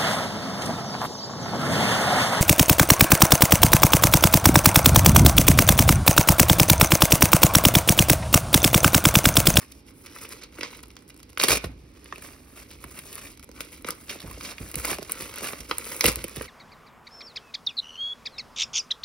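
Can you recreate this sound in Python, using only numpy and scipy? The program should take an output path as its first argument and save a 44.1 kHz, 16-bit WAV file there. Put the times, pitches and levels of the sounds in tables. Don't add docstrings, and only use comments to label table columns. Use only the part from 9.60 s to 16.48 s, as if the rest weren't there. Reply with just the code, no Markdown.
import sys
import numpy as np
from scipy import signal
from scipy.fft import rfft, irfft, next_fast_len
from scipy.io import wavfile
from scipy.ndimage import map_coordinates

SR = 44100
rng = np.random.default_rng(int(sys.argv[2]) if len(sys.argv) > 2 else 0)


def dump_mix(stems):
    frames = np.atleast_2d(stems).T
    limited = np.clip(frames, -1, 1)
    pcm = np.round(limited * 32767).astype(np.int16)
    wavfile.write(sys.argv[1], SR, pcm)


N = 303408

# time_s, level_db
TEARS = [
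    [(1.795, -34), (1.835, -31.5), (1.872, -34), (1.893, -27), (1.901, -25.5), (1.924, -21.5), (1.94, -28),
     (1.976, -31), (1.985, -44)],
    [(6.41, -53), (6.452, -28), (6.468, -31.5), (6.479, -21), (6.5, -30.5), (6.53, -49)],
]
# start_s, crease_level_db, crease_pitch_hz, crease_width_hz (each resonator), fibre_fizz_db, t60_s (crease)
SNAP_EVENTS = [(0.119, -53.5, 5090.0, 6100.0, -48.5, 0.019), (0.46, -50, 2860, 7500, -47, 0.034),
               (0.561, -49.5, 1580, 1900.0, -49, 0.022), (0.584, -51, 2800, 6000, -46, 0.044),
               (0.65, -50.5, 2390, 1200.0, -58, 0.018), (0.721, -48, 2350, 6100.0, -43, 0.032),
               (0.732, -57, 2500, 4000, -48, 0.008), (0.834, -50, 4300, 2100.0, -48, 0.025),
               (0.984, -48.5, 900.0, 1600.0, -53, 0.023), (1.008, -39, 2500, 3100.0, -47, 0.026),
               (1.031, -35.5, 1500, 3800, -49, 0.008), (1.129, -54, 1580, 1900.0, -67, 0.014),
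               (1.147, -54, 2380, 4000, -54, 0.011), (1.19, -56, 2360.0, 4200.0, -60, 0.019),
               (1.234, -54, 1870, 5100.0, -52, 0.017), (1.303, -57, 2780, 6000, -62, 0.008),
               (1.366, -49.5, 3040, 8100, -53, 0.0039), (1.5, -55, 2860.0, 5100.0, -55, 0.029),
               (1.629, -55.5, 3760, 7900, -50.5, 0.014), (1.7731, -35.5, 2220, 4200.0, -48, 0.0069),
               (1.798, -26.5, 4200.0, 8000, -40, 0.009), (1.812, -32, 2360.0, 1900.0, -44, 0.0066),
               (1.8294, -32, 2200, 4000, -40, 0.0078), (1.835, -24, 3380, 8050, -18.5, 0.022),
               (1.843, -31, 3810.0, 8000, -28, 0.009), (1.8827, -25.5, 2080, 5600, -18.5, 0.034),
               (1.895, -32, 2140.0, 5600.0, -29, 0.01), (1.904, -29.5, 2370, 4530, -25, 0.018),
               (1.916, -28, 2580, 5000, -27, 0.02), (1.928, -32.5, 2300, 5000, -29, 0.026),
               (1.957, -41, 2400, 3000, -34, 0.009), (2.041, -39.0, 1620, 4200.0, -42, 0.046),
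               (2.457, -54.5, 1930, 2300.0, -62, 0.01), (2.5242, -41.5, 1400, 2100, -63, 0.0071),
               (2.558, -50.5, 2530, 2090, -51, 0.003), (2.58, -55, 1800, 4000, -50, 0.012),
               (2.621, -53.5, 2170, 1100.0, -44, 0.017), (2.972, -54, 1600, 4000, -49, 0.03),
               (3.2393, -48.5, 1500, 2220, -42.5, 0.014), (3.371, -57, 2220, 2500, -54, 0.025),
               (3.388, -48, 2920, 3400.0, -37, 0.03), (3.527, -51.5, 3260, 3000, -41, 0.017),
               (3.578, -48, 2140, 2600.0, -48, 0.028), (3.651, -53, 2310, 900, -61, 0.022),
               (3.668, -52.5, 2440, 1200, -57, 0.018), (3.772, -63, 3500, 6000, -56, 0.008),
               (3.795, -58.5, 2300, 4000, -52, 0.0089), (4.005, -39, 2650, 6700.0, -35.5, 0.013),
               (4.245, -43.5, 1920, 3500.0, -51, 0.0076), (4.286, -37.5, 1440, 1590, -34.5, 0.017),
               (4.305, -39.0, 5650, 8000, -30.5, 0.006), (4.493, -36.5, 2930, 4600, -39.5, 0.084),
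               (4.602, -47, 3600, 1900.0, -49, 0.009), (4.674, -53.5, 1010, 500.0, -47, 0.018),
               (4.71, -52, 1090.0, 2800.0, -42.5, 0.026), (4.808, -46, 2590.0, 6700.0, -46, 0.028),
               (4.911, -57, 1770.0, 4600.0, -62, 0.015), (4.981, -46, 2500, 2400, -62, 0.0072),
               (5.141, -42.5, 2120, 5600.0, -41, 0.016), (5.247, -36, 1770.0, 4600.0, -41, 0.012),
               (5.278, -46, 1090.0, 500.0, -35, 0.016), (5.303, -40, 2360.0, 2800.0, -34, 0.014),
               (5.313, -42, 1460.0, 3800.0, -31, 0.014), (5.329, -39.5, 990.0, 2600.0, -40, 0.0092),
               (5.384, -47, 1940.0, 5100.0, -44, 0.0075), (5.494, -44, 1470, 2600.0, -40, 0.037),
               (5.62, -48, 2350, 5000, -37, 0.04), (5.782, -51, 1200, 3000, -39, 0.02),
               (5.841, -41, 1900, 2800, -36, 0.05), (5.886, -43.0, 2360.0, 2780, -55, 0.0089),
               (5.932, -44, 1320.0, 3400.0, -51, 0.012), (6.004, -46.5, 5090.0, 8000, -43.5, 0.018),
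               (6.111, -29.5, 940, 1900, -42, 0.0069), (6.1105, -36, 3000, 2400, -46, 0.0077),
               (6.243, -49, 2200, 4500, -45, 0.0098), (6.319, -45, 2360.0, 4160, -38, 0.0038),
               (6.408, -26, 3420, 6200, -23, 0.0059), (6.441, -26.5, 1570, 5500, -21.5, 0.011),
               (6.456, -24.5, 2860.0, 3400.0, -23.5, 0.014), (6.64, -41, 2860.0, 7440, -31.5, 0.023),
               (6.7657, -46, 2360.0, 6100.0, -40, 0.011), (6.81, -44, 1460.0, 1700.0, -53, 0.017)]
# start_s, level_db
FIBRE_TICKS = [(0.116, -52), (0.69, -43), (0.993, -50), (1.171, -48.5), (1.229, -48), (1.282, -54),
               (1.479, -56), (1.49, -53), (1.575, -54), (1.781, -39), (1.822, -28), (2.057, -49),
               (2.443, -49.5), (3.112, -47), (3.311, -48), (3.547, -43), (3.554, -37), (3.843, -47),
               (4.014, -40), (4.222, -49), (4.559, -51), (4.729, -51), (5.088, -45), (5.114, -40.5),
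               (5.155, -24.5), (5.197, -40), (5.252, -26.5), (5.512, -40), (5.519, -24.5), (5.758, -41),
               (5.783, -42.5), (5.924, -42), (6.182, -25), (6.253, -39), (6.289, -43), (6.364, -36.5),
               (6.463, -16.5), (6.517, -34.5), (6.525, -37), (6.557, -28.5), (6.681, -40.5), (6.694, -44),
               (6.76, -37.5), (6.82, -39)]
# start_s, length_s, level_db
TAUT_PULLS = [(1.122, 0.33, -64), (1.47, 0.27, -64), (2.206, 0.62, -75.5), (3.75, 0.17, -60),
              (4.4, 0.42, -61.5), (5.338, 0.58, -55.5), (6.211, 0.4, -53.5)]
# start_s, level_db, pitch_fall_s
PANEL_FLAPS = [(0.986, -39.5, 0.0056), (1.009, -45, 0.0042), (1.836, -24, 0.0083), (1.883, -26.5, 0.0048),
               (1.927, -33, 0.0041), (2.039, -32, 0.006), (2.524, -44, 0.00666), (2.578, -48, 0.0058),
               (3.24, -49, 0.0053), (3.384, -48, 0.0032), (3.889, -46.5, 0.0051), (4.005, -46.5, 0.0053),
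               (4.246, -40.5, 0.0042), (4.287, -37.5, 0.0039), (4.555, -42, 0.0062), (4.774, -44.5, 0.0045),
               (5.139, -42.5, .005), (5.277, -36, .006), (5.313, -32, .007), (5.385, -34, 0.0059),
               (5.42, -40.5, 0.00486), (5.819, -38, 0.0051), (5.932, -40.5, 0.005), (6.001, -51, 0.003),
               (6.111, -45, 0.0056), (6.443, -22.5, .0038), (6.641, -35.5, 0.0045), (6.767, -43, 0.0043),
               (6.809, -36.5, 0.0046)]
# start_s, length_s, level_db, brightness_db (fizz over body)
FINGER_STROKES = [(0, 0.04, -52.5, 2), (0.067, 0.14, -64, 4.5), (0.264, 0.042, -58, 3),
                  (0.337, 0.16, -80, 23), (0.44, 0.33, -52.5, 0), (0.61, 0.039, -47, -0.5),
                  (0.68, 0.11, -51, 0.5), (0.811, 0.028, -47, -14), (0.923, 0.12, -54.5, -4),
                  (0.945, 0.24, -51.5, -5), (1.021, 0.046, -42, -24), (1.963, 0.11, -52, -2),
                  (2.076, 0.43, -68.5, -3), (2.416, 0.33, -57, -4), (2.61, 0.12, -53.5, 2.5),
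                  (2.744, 0.46, -62, 3.5), (2.947, 0.079, -51.5, 0), (3.09, 0.065, -51, -3),
                  (3.217, 0.48, -53, 3.5), (3.352, 0.04, -52, 4), (3.509, 0.21, -49, 1),
                  (3.947, 0.14, -51.5, 1), (4.112, 0.083, -52.5, 2.5), (4.26, 0.053, -43.5, -2.5),
                  (4.48, 0.069, -44.5, -1.5), (4.342, 0.2, -59, 6), (4.552, 0.27, -51, -0.5),
                  (4.82, 0.1, -40.5, -3), (4.967, 0.17, -50, 2), (5.17, 0.045, -43, 5),
                  (5.228, 0.11, -36.5, 1), (5.406, 0.5, -49, -1.5), (5.524, 0.19, -44, -0.5),
                  (5.595, 0.025, -39, 1), (5.75, 0.13, -44.5, -6), (5.82, 0.1, -42.5, 4),
                  (5.913, 0.1, -47.5, 0), (6.03, 0.098, -55.5, -1), (6.088, 0.24, -47, 0),
                  (6.211, 0.32, -46.5, 5.5), (6.515, 0.21, -48.5, -2), (6.749, 0.11, -46.5, -0.5)]
# pitch_hz, width_hz, gain_db
TAUT_RESONANCES = [(510, 68, 0), (2350, 270, 0.5), (4480, 1500, -7.5)]
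# frequency_hz, gain_db
PAPER_COLOUR = [(50, -24), (140, 4), (300, 6.5), (430, 9.5), (580, 5), (780, -3), (1150, 4.5), (1650, -4),
                (2300, 1), (3200, -5.5), (4800, -2), (7000, 3.5), (10300, 6.5), (15700, 2)]
# start_s, level_db
DESK_BUMPS = [(1.897, -29.5), (2.04, -30.5), (2.09, -37.5), (2.232, -48), (3.24, -40.5), (4.636, -31.5),
              (4.695, -37.5), (5.002, -31.5), (5.161, -31), (5.311, -37.5), (5.621, -45), (5.995, -39),
              (6.443, -27), (6.565, -31.5), (6.767, -33.5)]
# pitch_hz, level_db (varied a little at each bump), t60_s
DESK_MODES = [(57.3, -6.5, 0.68), (87, -8, 0.11), (145, -14.5, 0.26)]
# frequency_hz, gain_db
REFLECTED_SHARE = [(150, -16), (500, -6), (1200, -8), (2400, -4), (5200, -5), (7000, -15), (10000, -12),
                   (14000, -17)]
# frequency_hz, t60_s
ROOM_DECAY = [(100, 0.17), (500, 0.3), (3000, 0.3), (14000, 0.086)]
# frequency_hz, gain_db
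ROOM_NOISE = [(15, -29), (25, 9), (64, 8), (192, -2.5), (278, 4), (482, -9), (711, -33), (1210, -33),
              (1820, -32), (2340, -25.5), (3160, -30), (5500, -30), (7000, -58), (13200, -120)]
# frequency_hz, gain_db
PORT_NOISE = [(60, -16.5), (250, -24.5), (800, 19.5), (3000, 4.5)]
# frequency_hz, lead_rad
PORT_LEAD = [(100, 0), (550, -.15), (900, 1), (1700, .1), (3100, 1.2), (4000, .6), (5200, .6), (7200, 3.14),
             (13600, 9.42), (16000, 12)]
# frequency_hz, difference_db
PORT_BALANCE = [(60, 0), (250, -5), (550, -7), (1000, 0), (1600, 0), (2600, -5), (3500, -2), (4600, -4),
                (6500, 0)]

TOP_HZ = 15780
ATTACK_S, RELEASE_T60 = 0.021, 0.14
HOLD_DB = -68


def tearing(knock_db=-7, body_db=-2, fizz_db=-1):
    force = np.zeros(N)
    for tear in TEARS:
        times, levels = np.transpose(tear)
        force += amp(np.interp(np.arange(N) / SR, times, levels, left=-120, right=-120))
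    breaks = force * grains(rate=9800, spread_db=10.5, clump_rate=540, clump_db=-1.5)
    ringing = sum(amp(db) * resonate(breaks, hz, width) for hz, width, db in TAUT_RESONANCES)
    return amp([[knock_db], [body_db], [fizz_db]]) * (breaks + ringing)


def snapping(knock_db=-6.0, knock_crease_hz=1500, knock_life=1.3, fizz_life=1.0, rise_s=0.0015,
             settle_db=-24, settle_t60=0.14):
    pushes, t = np.zeros((3, N)), np.arange(SR // 12) / SR
    life = np.array([[knock_life], [1], [fizz_life]])
    rise, age = np.minimum(t / rise_s, 1) ** 2, np.maximum(t - rise_s, 0)
    settle = np.outer([1, 1, 0], amp(settle_db - 60 * age / settle_t60))
    for s, db, hz, width, fizz_db, t60 in SNAP_EVENTS:
        decay = amp(-60 * age / (life * t60))
        burst = rise * (decay + settle) * rng.standard_normal((3, len(t)))
        burst[1] = resonate_twice(burst[1], hz, width)
        knock = amp(db + knock_db) * min(1, knock_crease_hz / hz)
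        levels = np.array([[knock], [amp(db)], [amp(fizz_db)]])
        add(pushes, s, levels * equal_energy(burst))
    return pushes


def ticking(body_db=-14, rise_s=0.0013, t60=0.0059):
    pushes, t = np.zeros((3, N)), np.arange(SR // 50) / SR
    shape = np.minimum(t / rise_s, 1) ** 2 * amp(-60 * np.maximum(t - rise_s, 0) / t60)
    for s, db in FIBRE_TICKS:
        burst = equal_energy(shape * rng.standard_normal((2, len(t))))
        add(pushes[1:], s, amp([[db + body_db], [db]]) * burst)
    return pushes


def straining(knock_db=-10, body_db=2, fizz_db=2, tick_t60=0.0068):
    tension = sum(amp(db) * gesture(start, length) for start, length, db in TAUT_PULLS)
    ticks = crackles(rate=55, spread_db=4, t60=tick_t60)
    return amp([[knock_db], [body_db], [fizz_db]]) * tension * ticks


def flapping(lead_db=2, push_db=-7, puff_db=0.0, drop_hz=1400, end_hz=50, t60=0.051, rise_s=0.0014):
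    pushes, t = np.zeros((3, N)), np.arange(SR // 8) / SR
    shape = np.minimum(t / rise_s, 1) * amp(-60 * t / t60)
    for s, db, fall_s in PANEL_FLAPS:
        hz = end_hz + drop_hz / (1 + t / fall_s) ** 2
        push = np.sin(2 * np.pi * np.cumsum(hz) / SR)
        puff = amp(puff_db) * rng.standard_normal(len(t))
        add(pushes[0], s, amp(db) * shape * (amp(push_db) * push + puff))
        add(pushes[1], s, amp(db + push_db + lead_db) * shape * push)
    return pushes


def rubbing(knock_db=-6, body_db=-2.0, fizz_db=-0.5, slip_db=-3, crinkle_db=-6.0, crackle_db=-6,
            waver_db=1.68, fold_hz=2300, fold_width=0.56, crinkle_t60=0.012):
    power = np.full((2, N), amp(HOLD_DB) ** 2)
    for start, length, db, bright in FINGER_STROKES:
        power += np.outer(amp([db, db + bright]) ** 2, gesture(start, length) ** 2)
    body, fizz = np.sqrt(power) * amp(waver_db * wobble(25))
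    slips = amp(slip_db) * grains(rate=6000, spread_db=4, clump_rate=130, clump_db=2.5)
    folds = amp(crinkle_db) * crinkles(rate=300, centre_hz=fold_hz, scatter_oct=.42, drift_oct=.35,
                                       width_share=fold_width, t60=crinkle_t60)
    fibres = amp(crackle_db) * crackles(rate=300, spread_db=3, t60=.006)
    body_push = body * (slips + folds)
    fizz_push = fizz * (slips + fibres)
    return amp([[knock_db], [body_db], [fizz_db]]) * [body_push, body_push, fizz_push]


def thin_ring(pushes, ring_db=-1, ring_hz=5400, width_hz=650, gone_s=0.7):
    fade = np.clip((gone_s - np.arange(N) / SR) / RELEASE_T60, 0, 1)
    return pushes + amp(ring_db) * fade * resonate(pushes, ring_hz, width_hz)


def sheet(pushes, knock_hz=640, fizz_hz=6800):
    def response(hz):
        low = 1 / (1 + (hz / knock_hz) ** 8)
        high = 1 - 1 / (1 + (hz / fizz_hz) ** 8)
        shares = np.array([low, np.abs(1 - low - high), high])
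        colour = amp(along(PAPER_COLOUR, hz))
        band_rms = np.sqrt(np.mean((shares * colour) ** 2, axis=1, keepdims=True))
        return causal(colour) * shares / band_rms
    return filtered(pushes, response).sum(axis=0)


def scattered(paper, sway_db=-0.65, sway_rate=40):
    return paper * amp(np.outer([1, -1], sway_db * wobble(sway_rate)))


def bumping(thud_db=5, start_hz=210, end_hz=66, fall_s=0.01, thud_t60=0.096, rise_s=0.0062, rough=1.3,
            rumble_db=-5, rumble_hz=74, rumble_t60=0.3, scuff_db=-4, scuff_hz=170, scuff_t60=0.16):
    desk, t = np.zeros(N), np.arange(SR // 2) / SR
    rise = 1 - np.exp(-(t / rise_s) ** 2)
    for s, db in DESK_BUMPS:
        first_hz = start_hz * amp(rng.normal(0, 0.8))
        hz = end_hz + (first_hz - end_hz) * np.exp(-t / fall_s)
        waver = rough * map_coordinates(rng.standard_normal(80), [t * 150])
        thud = np.sin(2 * np.pi * np.cumsum(hz) / SR + waver) * amp(thud_db - 60 * t / thud_t60)
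        ring = np.zeros(len(t))
        for mode_hz, level, t60 in DESK_MODES:
            tone = np.sin(2 * np.pi * (mode_hz * t + rng.random()))
            ring += tone * amp(level + rng.normal(0, 2.5) - 60 * t / t60)
        rumble = unit(resonate_twice(rng.standard_normal(len(t)), rumble_hz, rumble_hz))
        rumble *= amp(rumble_db - 60 * t / rumble_t60)
        scuff = unit(resonate_twice(rng.standard_normal(len(t)), scuff_hz, 2 * scuff_hz))
        scuff *= amp(scuff_db - 60 * t / scuff_t60)
        add(desk, s, amp(db) * rise * (thud + ring + scuff + rumble))
    return desk


def room(x, early_db=12, early_t60=0.023, delay_s=0.00101):
    hz, t, cells = signal.stft(rng.standard_normal((2, SR // 2)), SR, nperseg=256)
    late = amp(-60 * t / along(ROOM_DECAY, hz)[:, None])
    early = amp(early_db - 60 * t / early_t60)
    tail = signal.istft(cells * (late + early), SR, nperseg=256)[1]
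    tail = np.pad(tail / np.linalg.norm(tail[0]), ((0, 0), (round(delay_s * SR), 0)))
    reflected = signal.fftconvolve(x[None], tail, axes=1)[:, :N]
    return filtered(reflected, lambda hz: amp(along(REFLECTED_SHARE, hz)))


def background(noise_db=-52, hum_db=-60, hum_hz=59, low_hz=33):
    differing = filtered(rng.standard_normal((2, N)), lambda hz: amp(along(PORT_NOISE, hz)))
    noise = rng.standard_normal(N) + differing
    hum = np.sin(2 * np.pi * hum_hz * np.arange(N) / SR + wobble(25))

    def colour(hz):
        return amp(along(ROOM_NOISE, hz)) / (1 + (low_hz / (hz + 1)) ** 4)
    return amp(noise_db) * unit(filtered(noise, colour)) + amp(hum_db) * hum


def gesture(start, length, arch_db=2.5):
    age = np.arange(N) / SR - start
    swell = arch_db * (np.sin(np.pi * np.clip(age / length, 0, 1)) - .5)
    release = 60 * np.clip((age - length) / RELEASE_T60, 0, 2)
    return np.clip(age / ATTACK_S + .5, 0, 1) * amp(swell - release)


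def grains(rate, spread_db, clump_rate, clump_db):
    hit = rng.random(N) < rate / SR
    spread = spread_db * np.clip(rng.standard_normal(N), -2, 2)
    clumps = clump_db * np.clip(wobble(clump_rate), -2, 2)
    return unit(hit * amp(spread + clumps) * rng.choice([-1, 1], N))


def crackles(rate, spread_db, t60):
    size = (rng.random(N) < rate / SR) * amp(spread_db * np.clip(rng.standard_normal(N), -2, 2))
    envelope = signal.lfilter([1], [1, -amp(-60 / (t60 * SR))], size)
    return unit(envelope * rng.standard_normal(N))


def crinkles(rate, centre_hz, scatter_oct, drift_oct, width_share, t60):
    out, t = np.zeros(N), np.arange(SR // 40) / SR
    drift = drift_oct * np.clip(wobble(9), -1.5, 1.5)
    for i in np.flatnonzero(rng.random(N) < rate / SR):
        pitch, size = np.clip(rng.standard_normal(2), -2, 2)
        hz = min(centre_hz * 2 ** (drift[i] + scatter_oct * pitch), SR / 4)
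        ring = resonate(rng.standard_normal(len(t)) * amp(-60 * t / t60), hz, width_share * hz)
        add(out, i / SR, amp(3.4 * size) * unit(ring))
    return unit(out)


def resonate(x, hz, width):
    return signal.lfilter(*signal.iirpeak(hz, hz / min(width, SR / 4), SR), x)


def resonate_twice(x, hz, width):
    return resonate(resonate(x, hz, width), hz, width)


def equal_energy(bursts):
    return bursts * np.sqrt(.012 * SR) / np.linalg.norm(bursts, axis=1, keepdims=True)


def wobble(rate):
    return map_coordinates(rng.standard_normal(int(N * rate / SR) + 4), [np.arange(N) * rate / SR])


def filtered(x, response):
    m = 2 * next_fast_len((N + SR) // 2)
    return irfft(rfft(x, m) * response(np.fft.rfftfreq(m, 1 / SR)), m)[..., :N]


def causal(gain):
    cepstrum = irfft(np.log(np.maximum(gain, 1e-6)))
    half = cepstrum.shape[-1] // 2
    cepstrum[..., 1:half] *= 2
    cepstrum[..., half + 1:] = 0
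    return np.exp(rfft(cepstrum))


def along(points, hz):
    f, v = np.transpose(points)
    return np.interp(np.log(hz + 1), np.log(f + 1), v)


def add(track, s, x):
    part = track[..., round(s * SR):][..., :x.shape[-1]]
    part += x[..., :part.shape[-1]]


def amp(db):
    return 10 ** (np.asarray(db) / 20)


def unit(x):
    return x / np.sqrt(np.mean(x ** 2) + 1e-20)


def scene():
    pushes = tearing() + snapping() + ticking() + straining() + flapping() + thin_ring(rubbing())
    paper = sheet(pushes)
    turn = 1.5 * wobble(5)
    reflections = room(paper * np.cos(turn)) + room(paper * np.sin(turn))
    return scattered(paper) + reflections + bumping() + background()


def record(dry, low_cut_hz=40):
    def ports(hz):
        lead = np.interp(hz, *np.transpose(PORT_LEAD))
        left = amp(along(PORT_BALANCE, hz) / 2) * np.exp(.5j * lead)
        return np.array([left, 1 / left]) * causal(1 / np.sqrt(1 + (low_cut_hz / (hz + 1)) ** 8))
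    pair = filtered(dry, ports)
    rounded = pair / (1 + (pair / .85) ** 6) ** (1 / 6)
    return filtered(rounded, lambda hz: 1 / (1 + (hz / TOP_HZ) ** 200))


dry = scene()
out = record(dry)
dump_mix(out)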